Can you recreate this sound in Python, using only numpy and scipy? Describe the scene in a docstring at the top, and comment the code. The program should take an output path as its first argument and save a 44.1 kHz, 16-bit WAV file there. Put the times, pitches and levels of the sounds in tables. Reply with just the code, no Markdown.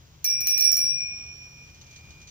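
"""A low outdoor rumble, a faint hum and tyres swishing in grass; then a bicycle bell rings out close by.
The cyclist thumbs the lever and the clapper hits the dome eight times: pairs of modes beat, each blow
cracks, the works chatter and the lever clacks. Hedges and a house wall return Doppler-shifted echoes.
As the ring fades, loose parts rattle on the bicycle, which rolls across the lawn towards the microphone."""
import sys
import numpy as np
from scipy import signal
from scipy.fft import rfft, irfft
from scipy.io import wavfile
from scipy.ndimage import uniform_filter1d, map_coordinates

SR = 44100
rng = np.random.default_rng(int(sys.argv[2]) if len(sys.argv) > 2 else 0)


def wrap_up_sound(samples):
    """Save the sound to the file named by the first command line argument, as 16-bit audio."""
    columns = np.atleast_2d(samples).T
    # keep every value between -1 and 1, then stretch to whole-number steps
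    tamed = np.clip(columns, -1, 1)
    steps = np.round(tamed * 32767).astype(np.int16)
    wavfile.write(sys.argv[1], SR, steps)


N = 101429

LEFT_LAG_S = .000408  # the bicycle's sound reaches the left channel this much later
SIDES = np.array([[.5], [-.5]])  # splits a left-minus-right amount between the channels
# blows of the clapper: t/s, ring/dB, sharpness/dB (drives the mechanism and the top modes)
STRIKES = [(0.2421, 0, 1.5), (0.406, -6.5, -5.5), (0.4704, -2, 2.5), (0.578, -5, 0.5), (.6078, -5, 0),
           (0.643, -3, -7.5), (.7191, -5, -0.5), (0.769, -2.5, -1.5)]


def undb(db):
    """Decibels to gain."""
    return 10 ** (np.asarray(db) / 20)


def clock():
    """Time of every sample in seconds."""
    return np.arange(N) / SR


def curve(points):
    """Gain envelope through points of t/s, level/dB."""
    return undb(np.interp(clock(), *np.array(points).T))


def coloured(x, colour):
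    """EQ through points of f/Hz, level/dB; white noise keeps its power."""
    hz, db = np.array(colour).T
    gain = undb(np.interp(np.log(np.fft.rfftfreq(N, 1 / SR) + 1), np.log(hz), db))
    return irfft(rfft(x) * gain / np.sqrt(np.mean(gain ** 2)), N)


def noise(colour, channels=2):
    """Uncorrelated coloured noises of rms 1."""
    return coloured(rng.standard_normal((channels, N)), colour)


def walk(per_s):
    """Smooth random modulation with a spread of 1."""
    step = int(SR / per_s)
    drift = uniform_filter1d(np.repeat(rng.standard_normal(N // step + 1), step), step)[:N]
    return drift / drift.std()


def decay(times, dbs, t60_s):
    """Envelope of blows whose energies add up and die away."""
    energy = np.zeros(N)
    np.add.at(energy, (np.asarray(times) * SR).astype(int), undb(dbs) ** 2)
    pole = np.exp(-2 * np.log(1000) / (t60_s * SR))
    return np.sqrt(signal.lfilter([1], [1, -pole], energy + 1e-24))


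def mode(hz, times, dbs, t60_s, contact_s=0.0007):
    """One complex ringing mode; a blow turns its phase by as much as it outweighs the old ring."""
    size = decay(times, dbs, t60_s)
    hits = (np.asarray(times) * SR).astype(int)
    turn = np.zeros(N)
    turn[hits] = rng.choice([-1, 1], len(hits)) * np.arccos(np.clip(size[hits - 1] / size[hits], 0, 1))
    pole = np.exp(-1 / (contact_s * SR))  # a blow takes time to build up the mode
    ring = signal.lfilter([(1 - pole) ** 2], np.poly([pole, pole]), size * np.exp(1j * np.cumsum(turn)))
    return ring * np.exp(2j * np.pi * hz * clock())


def delayed(x, late_s):
    """Delay line whose time may glide."""
    return map_coordinates(x, [(clock() - late_s) * SR], order=5)


def outdoors(rumble_db=-54.5, flicker_db=1.5, pan_db=3.5, wide_hz=600, hiss_db=-70.5):
    """A wavering rumble, nearly mono in the bass and leaning left, with faint microphone hiss."""
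    rumble_colour = [(15, -42), (25, -17), (43, -5), (86, 2.5), (107, -5), (134, 1.5), (167, -6.5),
                     (182, -7.5), (270, -19.5), (316, -14.5), (381, -21.5), (422, -17.5), (546, -23.5),
                     (928, -22.5), (1500, -26.5), (1950, -41), (3300, -120)]  # outdoor air: f/Hz, level/dB
    hiss_colour = [(1000, -9.5), (2500, 0.5), (6500, -25.5), (8200, -21), (13500, -7.5), (14900, 7),
                   (15500, 6), (15900, -42)]  # microphone self-noise: f/Hz, level/dB
    mid, side = noise(rumble_colour)
    highpass = signal.butter(1, wide_hz, "high", fs=SR, output="sos")
    side = 0.13 * side + signal.sosfilt(highpass, side) / 2
    gain = undb(rumble_db + flicker_db * walk(8.42) + pan_db * SIDES)
    return np.array([mid + side, mid - side]) * gain + undb(hiss_db) * noise(hiss_colour)


def hum(trim_db=-3, waver_db=2, waver_rad=0.55):
    """A few low tones waver in the distance."""
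    tones = [(53.8, -65), (86.1, -59.5), (129.2, -61.5), (156.1, -64.5)]  # partials of the hum: f/Hz, level/dB
    out = 0
    for hz, db in tones:
        peak = np.sqrt(2) * undb(db + trim_db + waver_db * walk(4))
        out += peak * np.sin(2 * np.pi * hz * clock() + waver_rad * walk(4.13))
    return out


def bike_noise(colour):
    """Stereo noise from the bicycle: half direct and later on the left, half by scattered paths."""
    source = noise(colour, channels=1)[0]
    direct = np.array([np.roll(source, int(LEFT_LAG_S * SR)), source])
    return (direct + noise(colour)) / np.sqrt(2)


def tyres(flicker_db=1):
    """Tyres brush the grass, swelling a little as the bicycle comes near."""
    colour = [(300, 1), (1000, -6.5), (2000, -3.5), (3200, -1.5), (4500, -3), (6500, 0.5), (8200, -19.5),
              (12000, -23)]  # swish of the grass: f/Hz, level/dB
    swell = [(0, -60), (.8, -59), (1.3, -56), (1.65, -57.5), (1.95, -56.5), (2.3, -57)]  # envelope of the swish: t/s, level/dB
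    return bike_noise(colour) * curve(swell) * undb(flicker_db * walk(35.66))


def dome(treble_hz=12000, shimmer_rad=0.44, sway_rad=.6):
    """The clapper feeds five pairs of modes; neighbours beat, and swell as the bell moves."""
    modes_hz = [2335, 2428, 5515.5, 5593, 9338, 9420, 13935, 14030, 15000, 15125]  # dome modes, pair by pair: f/Hz
    # the same modes: level/dB, t60/s, left minus right level/dB, left phase lead/rad
    modes = [(-26, 2.8, 1.5, -1.06), (-24, 3.16, -2, -1.36), (-13.5, 1.5, -7.5, -0.18),
             (-3.5, 1.35, 0, -0.17), (-20, 0.56, 3.5, 2.76), (-17, 0.34, 11, 1.7), (-15, .18, -1, -1.3),
             (-11.5, 0.14, 3.5, 0.45), (-17, 0.14, -15.5, 0), (-18, 0.16, 6.5, 0)]
    low_swell = [(.25, 0), (.68, 2), (.75, -11), (.79, 0), (.88, -3), (1.03, 2), (1.14, 0), (1.18, -12),
                 (1.21, -1), (1.26, -5), (1.32, 1), (1.37, -15), (1.43, 0), (1.51, -10), (1.62, -1),
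                 (1.81, -13), (1.92, -1), (2.25, 2)]  # envelope of the lowest pair: t/s, level/dB
    low_balance = [(.25, -8.5), (.38, -4), (.47, 2), (.85, -1), (1.05, 7), (1.65, 4.5), (1.92, -7.5),
                   (2.15, 0.5)]  # tilt of the lowest pair: t/s, upper minus lower mode/dB
    mid_swell = [(.25, -4), (.31, 2), (.41, -4), (.47, -2), (.55, 2), (.59, -2), (.67, 3), (.76, -4),
                 (.83, 1), (.92, -1), (1.22, -6), (1.6, -6)]  # envelope of the second pair: t/s, level/dB
    mid_pan = [(.25, -3.5), (.45, 0.5), (.68, -8), (.82, 1.5), (.92, 6.5), (1.3, -4)]  # pan of the second pair: t/s, left minus right/dB
    high_swell = [(.25, -4), (.42, -6), (.51, 4.5), (.6, -5.5), (.66, 6.5), (.71, -2.5), (.78, 0.5),
                  (.95, -0.5)]  # envelope of the third pair: t/s, level/dB
    times, ring_db, sharp_db = np.array(STRIKES).T
    low, tilt = curve(low_swell), np.sqrt(curve(low_balance))
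    mid = curve(mid_swell) * curve(mid_pan) ** SIDES
    high = curve(high_swell)
    swells = [low / tilt, low * tilt, mid, mid, high, high, 1, 1, 1, 1]
    out = 0
    for hz, (db, t60_s, pan_db, lead_rad), swell in zip(modes_hz, modes, swells):
        ring = mode(hz, times, db + (sharp_db if hz > treble_hz else ring_db), t60_s)
        if hz > treble_hz:
            ring *= np.exp(1j * shimmer_rad * walk(30))
        stereo_phase = SIDES * (lead_rad + sway_rad * walk(6))
        stereo = undb(SIDES * pan_db) * np.exp(1j * stereo_phase)
        out += (swell * ring * stereo).real
    return out


def clapper(crack_db=-2, chatter_db=-22):
    """Each blow lands with a bright crack and leaves the works chattering."""
    crack_colour = [(900, -54), (1800, -20.5), (3300, -47.5), (4200, 2), (5000, -24.5), (6100, 6),
                    (6950, -6), (8000, -34), (10600, -33.5), (12600, -33.5), (14100, 8), (15200, 1.5),
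                    (16000, -28)]  # impact on the dome: f/Hz, level/dB
    chatter_colour = [(900, -23), (1400, -17.5), (1850, -9.5), (3000, -10), (3500, -16), (4300, -6.5),
                      (5000, -6.5), (6100, 0.5), (6950, -3), (8000, -23.5), (10600, -16.5), (12400, -45.5),
                      (14200, -9), (15200, -9), (16000, -44.5)]  # shaken works: f/Hz, level/dB
    times, _, sharp_db = np.array(STRIKES).T
    bursts = rng.standard_normal((2, N)) * decay(times, sharp_db + crack_db, t60_s=0.013)
    tails = decay(times, sharp_db + chatter_db, t60_s=0.21)
    chatter = noise(chatter_colour) * tails * undb(2 * walk(250))
    return coloured(bursts, crack_colour) + chatter


def lever(kick_db=-14.5):
    """The lever rings briefly with each blow on the dome and clacks just after most of them."""
    clacks = [(0.258, 2), (.4900, -10), (0.5919, 3.5), (0.6203, 5), (0.6589, -5), (0.7348, -12),
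              (0.786, -6.5)]  # knocks of the lever and its gear: t/s, level/dB
    modes = [(4140, -22, .035), (4420, -19, .035), (6230, -23, .025), (6860, -21, .025)]  # lever resonances: f/Hz, level/dB, t60/s
    strike_times, _, sharp_db = np.array(STRIKES).T
    kicks = np.column_stack([strike_times, sharp_db + kick_db])
    times, hit_db = np.vstack([clacks, kicks]).T
    return sum(mode(hz, times, db + hit_db, t60_s) for hz, db, t60_s in modes).real


def garden(bell, speed_m_s=2.5, abreast_s=2.45, side_m=2.0, echoes=20, echo_db=-26.5, t60_s=0.64):
    """The approaching bell, direct and off hedges and wall, each path with its own Doppler shift."""
    sound_m_s, echo_top_hz = 343, 12000
    first_echo_s, spread_s = .008, 0.082
    since = clock() - STRIKES[2][0]  # travel times are counted from the third blow
    distance = np.hypot(speed_m_s * (clock() - abreast_s), side_m)
    late_s = (distance - np.interp(0, since, distance)) / sound_m_s
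    out = np.array([delayed(bell[0], late_s + LEFT_LAG_S), delayed(bell[1], late_s)]) / distance
    dull = signal.sosfilt(signal.butter(2, echo_top_hz, fs=SR, output="sos"), bell)
    for k, (depth, jitter) in enumerate(rng.random((echoes, 2))):
        lag_s = first_echo_s + spread_s * depth
        bearing = np.pi * (k + jitter) / echoes
        doppler = speed_m_s * np.cos(bearing) / sound_m_s
        gain = undb(echo_db) * np.exp(-np.log(1000) * lag_s / t60_s)
        out[k % 2] += gain * delayed(dull[k % 2], lag_s - doppler * since)
    return out


def rattle(level_db=-48, rise_s=0.002):
    """Loose parts of the bicycle shake in short, grainy bursts."""
    jolts = [(1.746, -5.5), (1.8127, -0.5), (1.865, -7), (1.909, -1.5), (1.9602, 1), (2.106, -3.5),
             (2.215, -3.5), (2.273, 4)]  # shakes of the bicycle: t/s, level/dB
    colour = [(1500, -13), (3500, -4.5), (4500, -1.5), (5200, -10), (6100, 6.5), (6900, -4), (8200, -23),
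              (13000, -35)]  # loose parts: f/Hz, level/dB
    times, dbs = np.array(jolts).T
    shakes = uniform_filter1d(decay(times, dbs + level_db, t60_s=0.18), int(rise_s * SR) + 1)
    return bike_noise(colour) * shakes * undb(1.6 * walk(250))


def scene():
    """The bell in the garden, over the rolling bicycle and the outdoor bed."""
    bell = dome() + clapper() + lever()
    return garden(bell) + tyres() + rattle() + outdoors() + hum()


def record(dry, top_hz=16100):
    """A steep low-pass cuts the very top."""
    return signal.sosfilt(signal.ellip(8, .2, 80, top_hz, fs=SR, output="sos"), dry)


dry = scene()
out = record(dry)
wrap_up_sound(out)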